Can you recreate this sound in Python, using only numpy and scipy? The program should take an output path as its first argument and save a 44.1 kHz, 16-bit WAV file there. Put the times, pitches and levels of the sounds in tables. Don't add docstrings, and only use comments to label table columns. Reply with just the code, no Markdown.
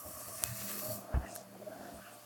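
import sys
import numpy as np
from scipy import signal
from scipy.fft import rfft, irfft
from scipy.io import wavfile
from scipy.ndimage import uniform_filter1d

SR = 44100
rng = np.random.default_rng(int(sys.argv[2]) if len(sys.argv) > 2 else 0)


def int16_out(signal):
    q = np.round(np.clip(np.atleast_2d(signal).T, -1, 1) * 32767)
    wavfile.write(sys.argv[1], SR, q.astype(np.int16))


N = 99225
T = np.arange(N) / SR
SNAP_S = .4387


def undb(db):
    return 10 ** (np.asarray(db) / 20)


def unit(x):
    return x / np.sqrt(np.mean(x ** 2))


def curve(rows):
    return np.interp(T, *np.array(rows).T)


def noise():
    return rng.standard_normal(N)


def colour(x, points):
    log_f = np.log(np.fft.rfftfreq(N, 1 / SR) + 1)
    hz, db = np.array(points).T
    outside = np.abs(log_f - np.clip(log_f, np.log(hz[0]), np.log(hz[-1])))
    gain = undb(np.interp(log_f, np.log(hz), db) - 60 * outside)
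    return unit(irfft(rfft(x) * gain, N))


def band(x, hz, width_hz):
    f = np.fft.rfftfreq(N, 1 / SR) + 1
    return unit(irfft(rfft(x) / (1 + 1j * (f * f - hz * hz) / (f * width_hz * 1.52)) ** 2, N))


def flat_band(x, hz, width_hz):
    f = np.fft.rfftfreq(N, 1 / SR)
    return unit(irfft(rfft(x) / np.sqrt(1 + (2 * (f - hz) / width_hz) ** 6), N))


def drift(rate_hz):
    span = int(SR / rate_hz)
    return unit(uniform_filter1d(uniform_filter1d(noise(), span, mode="wrap"), span, mode="wrap"))


def grains(per_s, spread_db):
    impacts = noise() * (rng.random(N) < per_s / SR)
    return impacts * undb(spread_db * np.minimum(rng.exponential(size=N), 5))


def ping(start, hz, decay_s):
    age = np.maximum(T - start, 0)
    return np.sin(2 * np.pi * hz * age) * np.exp(-age / decay_s)


def swell(middle, length):
    return np.exp(-2 * ((T - middle) / length) ** 2)


def tone(hz, wander):
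    pitch = hz * (1 + wander * drift(27.6))
    return np.sqrt(2) * np.sin(2 * np.pi * np.cumsum(pitch) / SR)


def grip_ripple(x, depth_db=2.2, width_hz=130, life_s=.07, size=1024):
    frames = dict(nperseg=size, noverlap=size * 3 // 4)
    spectra = signal.stft(x, **frames)[2]
    ripple = uniform_filter1d(rng.standard_normal(spectra.shape), int(width_hz * size / SR), axis=0)
    ripple = unit(uniform_filter1d(ripple, int(life_s * SR * 4 / size), axis=1))
    return signal.istft(spectra * unit(undb(depth_db * ripple)), **frames)[1][:N]


def bearing():
    # f/Hz, level/dB
    pinched_eq = [(1500, -34), (3000, -11), (4000, -22), (4900, -11), (5500, -0.5), (6500, -4), (8000, 1),
                  (10500, 2), (13500, -5), (15500, -3.5), (17000, -19)]
    free_eq = [(900, -34), (2000, -17), (3600, -10), (4600, -6.5), (5600, 0.5), (6400, -3), (7500, 0.5),
               (10000, -0.5), (13000, -1), (15500, -2), (17000, -0.5)]
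    rasp_eq = [(530, -40), (900, -14), (1180, -4), (1450, -9), (1760, -3.5), (2180, -9.5), (2350, -15),
               (2610, -7.5), (3290, -22), (4200, -13), (5460, -50), (9240, -120)]
    # f/Hz, width/Hz, level/dB
    races = [(2560, 60, -29), (9120, 140, -23), (11530, 60, -26), (12376, 60, -26), (13123, 60, -24),
             (13517, 60, -25), (14001, 60, -25), (16880, 200, -17)]
    # t/s, level/dB
    sheen_env = [(0, 0.5), (.4, -12.5), (.6, -8), (.73, -3), (.82, 0.5), (.88, 0), (.96, -0.5), (1.05, -14)]
    ring_env = [(0, -24), (.17, -22), (.28, -12), (.4, -21), (.7, -17), (.81, -13), (.91, -10), (1.0, -37)]
    # t/s, level/dB
    whirr_env = [
        [(0.0, -55.5), (0.136, -51), (0.142, -48.5), (0.274, -50), (0.284, -49.5), (0.31, -50), (0.416, -47.5),
         (0.425, -44)],
        [(0.455, -45), (0.461, -42.5), (0.505, -46.5), (0.733, -44.5), (0.955, -45.5), (1.031, -59.5),
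         (1.12, -65)],
    ]
    rasp_env = [(0, -80), (.2, -62), (.34, -65.5), (.40, -56.5), (.5, -50.5), (.57, -57), (.62, -54.5),
                (.66, -55.5), (.71, -50), (.8, -56.5), (.88, -59), (.96, -85), (1.1, -88)]
    patter = lambda: grains(per_s=14000, spread_db=-1)
    whirr = np.where(T < SNAP_S, colour(patter(), pinched_eq), colour(patter(), free_eq))
    whirr += undb(curve(sheen_env)) * band(patter(), hz=12600, width_hz=3000)
    for hz, width, db in races:
        whirr += undb(db + 3 * drift(8.8)) * band(patter(), hz, width)
    whirr += undb(curve(ring_env)) * band(patter(), hz=4470, width_hz=230)
    stop_s = whirr_env[1][-1][0]
    fade_out = np.clip((stop_s - T) / 0.11, 0, 1)
    whirr *= undb(curve(whirr_env[0] + whirr_env[1])) * fade_out
    rasp = colour(grains(per_s=3000, spread_db=1.9), rasp_eq) * undb(curve(rasp_env))
    flutter_db = 1.1
    return grip_ripple(whirr + rasp) * undb(flutter_db * drift(30))


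def hand_rustle():
    # t/s, f/Hz
    glide = [(0, 596.7), (.2, 642.4), (.5, 671.3), (.88, 611.8), (1.05, 680), (1.35, 668.7), (1.6, 615),
             (1.7, 635.7), (1.82, 700), (2.0, 670), (2.2, 700)]
    # f/Hz, level/dB
    skirt_eq = [(150, -14.5), (260, 8.5), (430, -1.5), (560, 5), (760, 4), (930, -6), (1200, -14.5),
                (1600, -11), (2400, -40), (5000, -99)]
    # t/s, level/dB
    hollow_env = [
        [(0.0, -66), (0.066, -49.5), (0.172, -57.5), (0.21, -52.5), (0.256, -74), (0.286, -50), (0.318, -74),
         (0.344, -56.5), (0.4, -58.5), (0.438, -44.5), (0.484, -63), (0.812, -53.5), (0.83, -48),
         (0.924, -45.5), (0.95, -50), (1.05, -52.5)],
        [(1.06, -57), (1.092, -46), (1.42, -51.5), (1.46, -63), (1.52, -71), (1.54, -57), (1.576, -69),
         (1.626, -47.5), (1.65, -61), (1.682, -51), (1.698, -49.5), (1.998, -50), (2.03, -83), (2.054, -59),
         (2.116, -54.5), (2.25, -67)],
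    ]
    upper_env = [(0, -54.5), (.07, -61.5), (.17, -56), (.35, -58), (.55, -71.5), (.8, -55), (1, -60),
                 (1.4, -71), (2.25, -68.5)]
    centre = curve(glide)
    core = band(grains(per_s=2500, spread_db=1.36), centre.mean(), width_hz=55)
    shift = np.exp(2j * np.pi * np.cumsum(centre - centre.mean()) / SR)
    core = (signal.hilbert(core) * shift).real
    skirt = colour(grains(per_s=1500, spread_db=2.34), skirt_eq)
    hollow = (undb(-3) * core + undb(-4) * skirt) * undb(curve(hollow_env[0] + hollow_env[1]))
    upper = band(noise(), hz=1150.4, width_hz=113) * undb(curve(upper_env))
    return hollow + upper


def room():
    # t/s, level/dB
    low_env = [(0, -72), (.33, -63), (.42, -68), (.47, -52), (.52, -46), (.575, -59), (.62, -52),
               (.73, -70), (.83, -64), (.91, -45), (.99, -60), (1.07, -70), (1.3, -66), (2.25, -70)]
    high_env = [(0, -72.5), (.45, -66.5), (.53, -56), (.6, -63), (.66, -50), (.7, -58), (.75, -53),
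                (.82, -60), (.9, -56.5), (.99, -50.5), (1.06, -73), (1.25, -57), (1.38, -67.5), (1.5, -56),
                (1.7, -64), (2, -62), (2.25, -83)]
    hiss_env = [(0, -62), (1.1, -61.5), (1.5, -63), (1.75, -60.5), (2, -59), (2.25, -58.5)]
    # f/Hz, level/dB
    mains_lines = [(120, -82), (600, -65)]
    # f/Hz, level/dB
    room_eq = [(40, -9), (80, -6.5), (200, 0), (450, -6.5), (650, -4.5), (950, -1.5), (1500, -4),
               (2500, -10), (4000, -70)]
    hiss_eq = [(1470, -37), (2500, -4), (3060, -2), (3260, -5), (3640, -4.5), (4110, -7), (4310, -0.5),
               (5710, -5), (6650, -3.5), (8530, -4.5), (11700, -1), (15400, -6.5), (17000, -4.5)]
    waver = lambda hz: tone(hz, wander=.04) + undb(-8) * band(noise(), hz, hz / 3)
    hum = waver(hz=116) * undb(curve(low_env)) + waver(hz=199.3) * undb(curve(high_env) + 1.5)
    for hz, db in mains_lines:
        hum += undb(db) * np.sqrt(2) * np.sin(2 * np.pi * (hz * T + rng.random()))
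    room_tone = undb(-63.5) * colour(noise(), room_eq)
    hiss = undb(curve(hiss_env)) * colour(noise(), hiss_eq)
    return hum + room_tone + hiss


def hand_bumps():
    # t/s, level/dB, f/Hz, hold/s
    knocks = [(0.049, -51.5, 81, 0.026), (.085, -52, 171, .005), (0.134, -57, 80, 0.034),
              (0.277, -57.5, 97, 0.027), (0.366, -64, 75, 0.023), (.44, -48.5, 72, 0.015),
              (.495, -53, 83, 0.012), (0.59, -59, 82, 0.035), (0.874, -57, 86, 0.085),
              (1.141, -25.5, 64, 0.033), (1.223, -48, 80, 0.0084), (1.791, -62.5, 82, 0.037),
              (1.938, -53.5, 71.4, 0.029)]
    # f/Hz, level/dB
    rumble_eq = [(20, 20), (40, -9), (110, 8), (170, 2), (300, -12.5), (700, -18), (2000, -45)]
    attack_s, release_s = 0.001, 0.019
    out = np.zeros(N)
    for start, db, hz, hold in knocks:
        age = np.maximum(T - start, 0)
        envelope = np.minimum(age / attack_s, 1) * np.exp(-np.maximum(age - hold, 0) / release_s)
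        rumble = undb(-10) * colour(noise(), rumble_eq)
        out += undb(db) * envelope * (rumble - np.sin(2 * np.pi * hz * age))
    return out


def skin_rubs():
    # middle t/s, length/s, level/dB, centre f/Hz, width/Hz
    slides = [(0.296, 0.059, -57, 442, 695), (0.396, 0.074, -57, 7150, 5470),
              (0.624, 0.023, -54.5, 455, 700), (0.612, 0.028, -50.5, 5000, 7000),
              (0.7, 0.052, -51, 5000, 6960), (.66, .07, -51, 16000, 2200), (0.747, 0.11, -56, 376, 300),
              (1.149, 0.027, -44.5, 990, 1260), (1.157, 0.027, -59.5, 2340, 1310),
              (1.17, .035, -47.5, 238, 179), (1.207, 0.17, -55, 1140, 910),
              (1.262, 0.044, -54.5, 1800, 347), (1.277, 0.09, -62.5, 2640, 600),
              (1.317, 0.068, -55, 7200, 4400), (1.359, 0.02, -49.5, 11300, 4500),
              (1.375, 0.069, -55, 6800, 5200), (1.554, 0.023, -51.5, 490, 490),
              (1.607, 0.23, -58, 393, 380), (1.737, 0.055, -59.5, 1480, 296),
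              (1.856, 0.1, -58.5, 1530, 550), (1.857, 0.019, -51, 304, 196), (1.863, 0.15, -65, 5100, 4540),
              (1.942, 0.06, -55, 230, 178), (1.96, 0.04, -60.5, 8750, 1700), (2.058, 0.1, -55.5, 1465, 520),
              (2.08, .06, -64, 2680, 700), (2.139, 0.027, -58.5, 8600, 1700)]
    # middle t/s, length/s, level/dB, f/Hz
    notes = [(0.078, 0.034, -51.5, 602), (0.356, 0.068, -55, 654), (0.56, 0.19, -57.5, 662),
             (0.867, 0.084, -49, 615), (0.919, 0.023, -41.5, 612), (1.092, 0.011, -43.5, 644),
             (1.12, 0.047, -49.5, 608), (1.408, 0.03, -58, 607), (1.679, 0.019, -43, 625),
             (1.743, 0.057, -54, 631)]
    friction = np.zeros(N)
    for middle, length, db, hz, width in slides:
        texture = flat_band(grains(per_s=6000, spread_db=0.84), hz, width)
        friction += undb(db) * swell(middle, length) * texture
    out = grip_ripple(friction)
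    for middle, length, db, hz in notes:
        out += undb(db) * swell(middle, length) * tone(hz, wander=0.01216)
    return out


def clicks():
    # t/s, level/dB, tick f/Hz, tick decay/s, relative body level/dB
    contacts = [(.2852, -31, 13500, .0001, -18), (.4367, -29, 9500, .00013, -30),
                (.4383, -8, 9800, .0001, -33), (.7156, -29, 13000, .0002, -25),
                (.756, -30, 12500, .0002, -25), (.792, -29, 12500, .0004, -30),
                (1.3541, -32, 11000, .00015, -22), (1.3555, -35, 11500, .0003, -26),
                (1.3610, -36, 11000, .00015, -22), (1.3620, -25, 11000, .00012, -13)]
    out = np.zeros(N)
    for start, db, hz, decay, body_db in contacts:
        tick = 2 * ping(start, hz, decay)
        body = undb(body_db) * ping(start, hz=1670, decay_s=0.0011)
        out += undb(db) * (tick + body)
    return out


def snap_tail():
    # f/Hz, level/dB, t60/s
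    modes = [(1830, -58, .2), (2560, -49.5, .38), (4517, -60, .2)]
    rise_s = 0.00073
    progress = np.maximum(T - SNAP_S, 0) / rise_s
    pulse = undb(-41.5) * progress * np.exp(1 - progress)
    ring = sum(undb(db) * ping(SNAP_S, hz, t60 / np.log(1000)) for hz, db, t60 in modes)
    return pulse + ring


def scene():
    mix = bearing() + hand_rustle() + skin_rubs() + clicks() + snap_tail() + hand_bumps() + room()
    return mix[None]


def record(dry):
    low_cut_hz, high_cut_hz = 30, 17200
    dry = signal.sosfilt(signal.butter(2, low_cut_hz, "high", fs=SR, output="sos"), dry)
    return signal.sosfilt(signal.ellip(8, .2, 70, high_cut_hz, fs=SR, output="sos"), dry)


dry = scene()
out = record(dry)
int16_out(out)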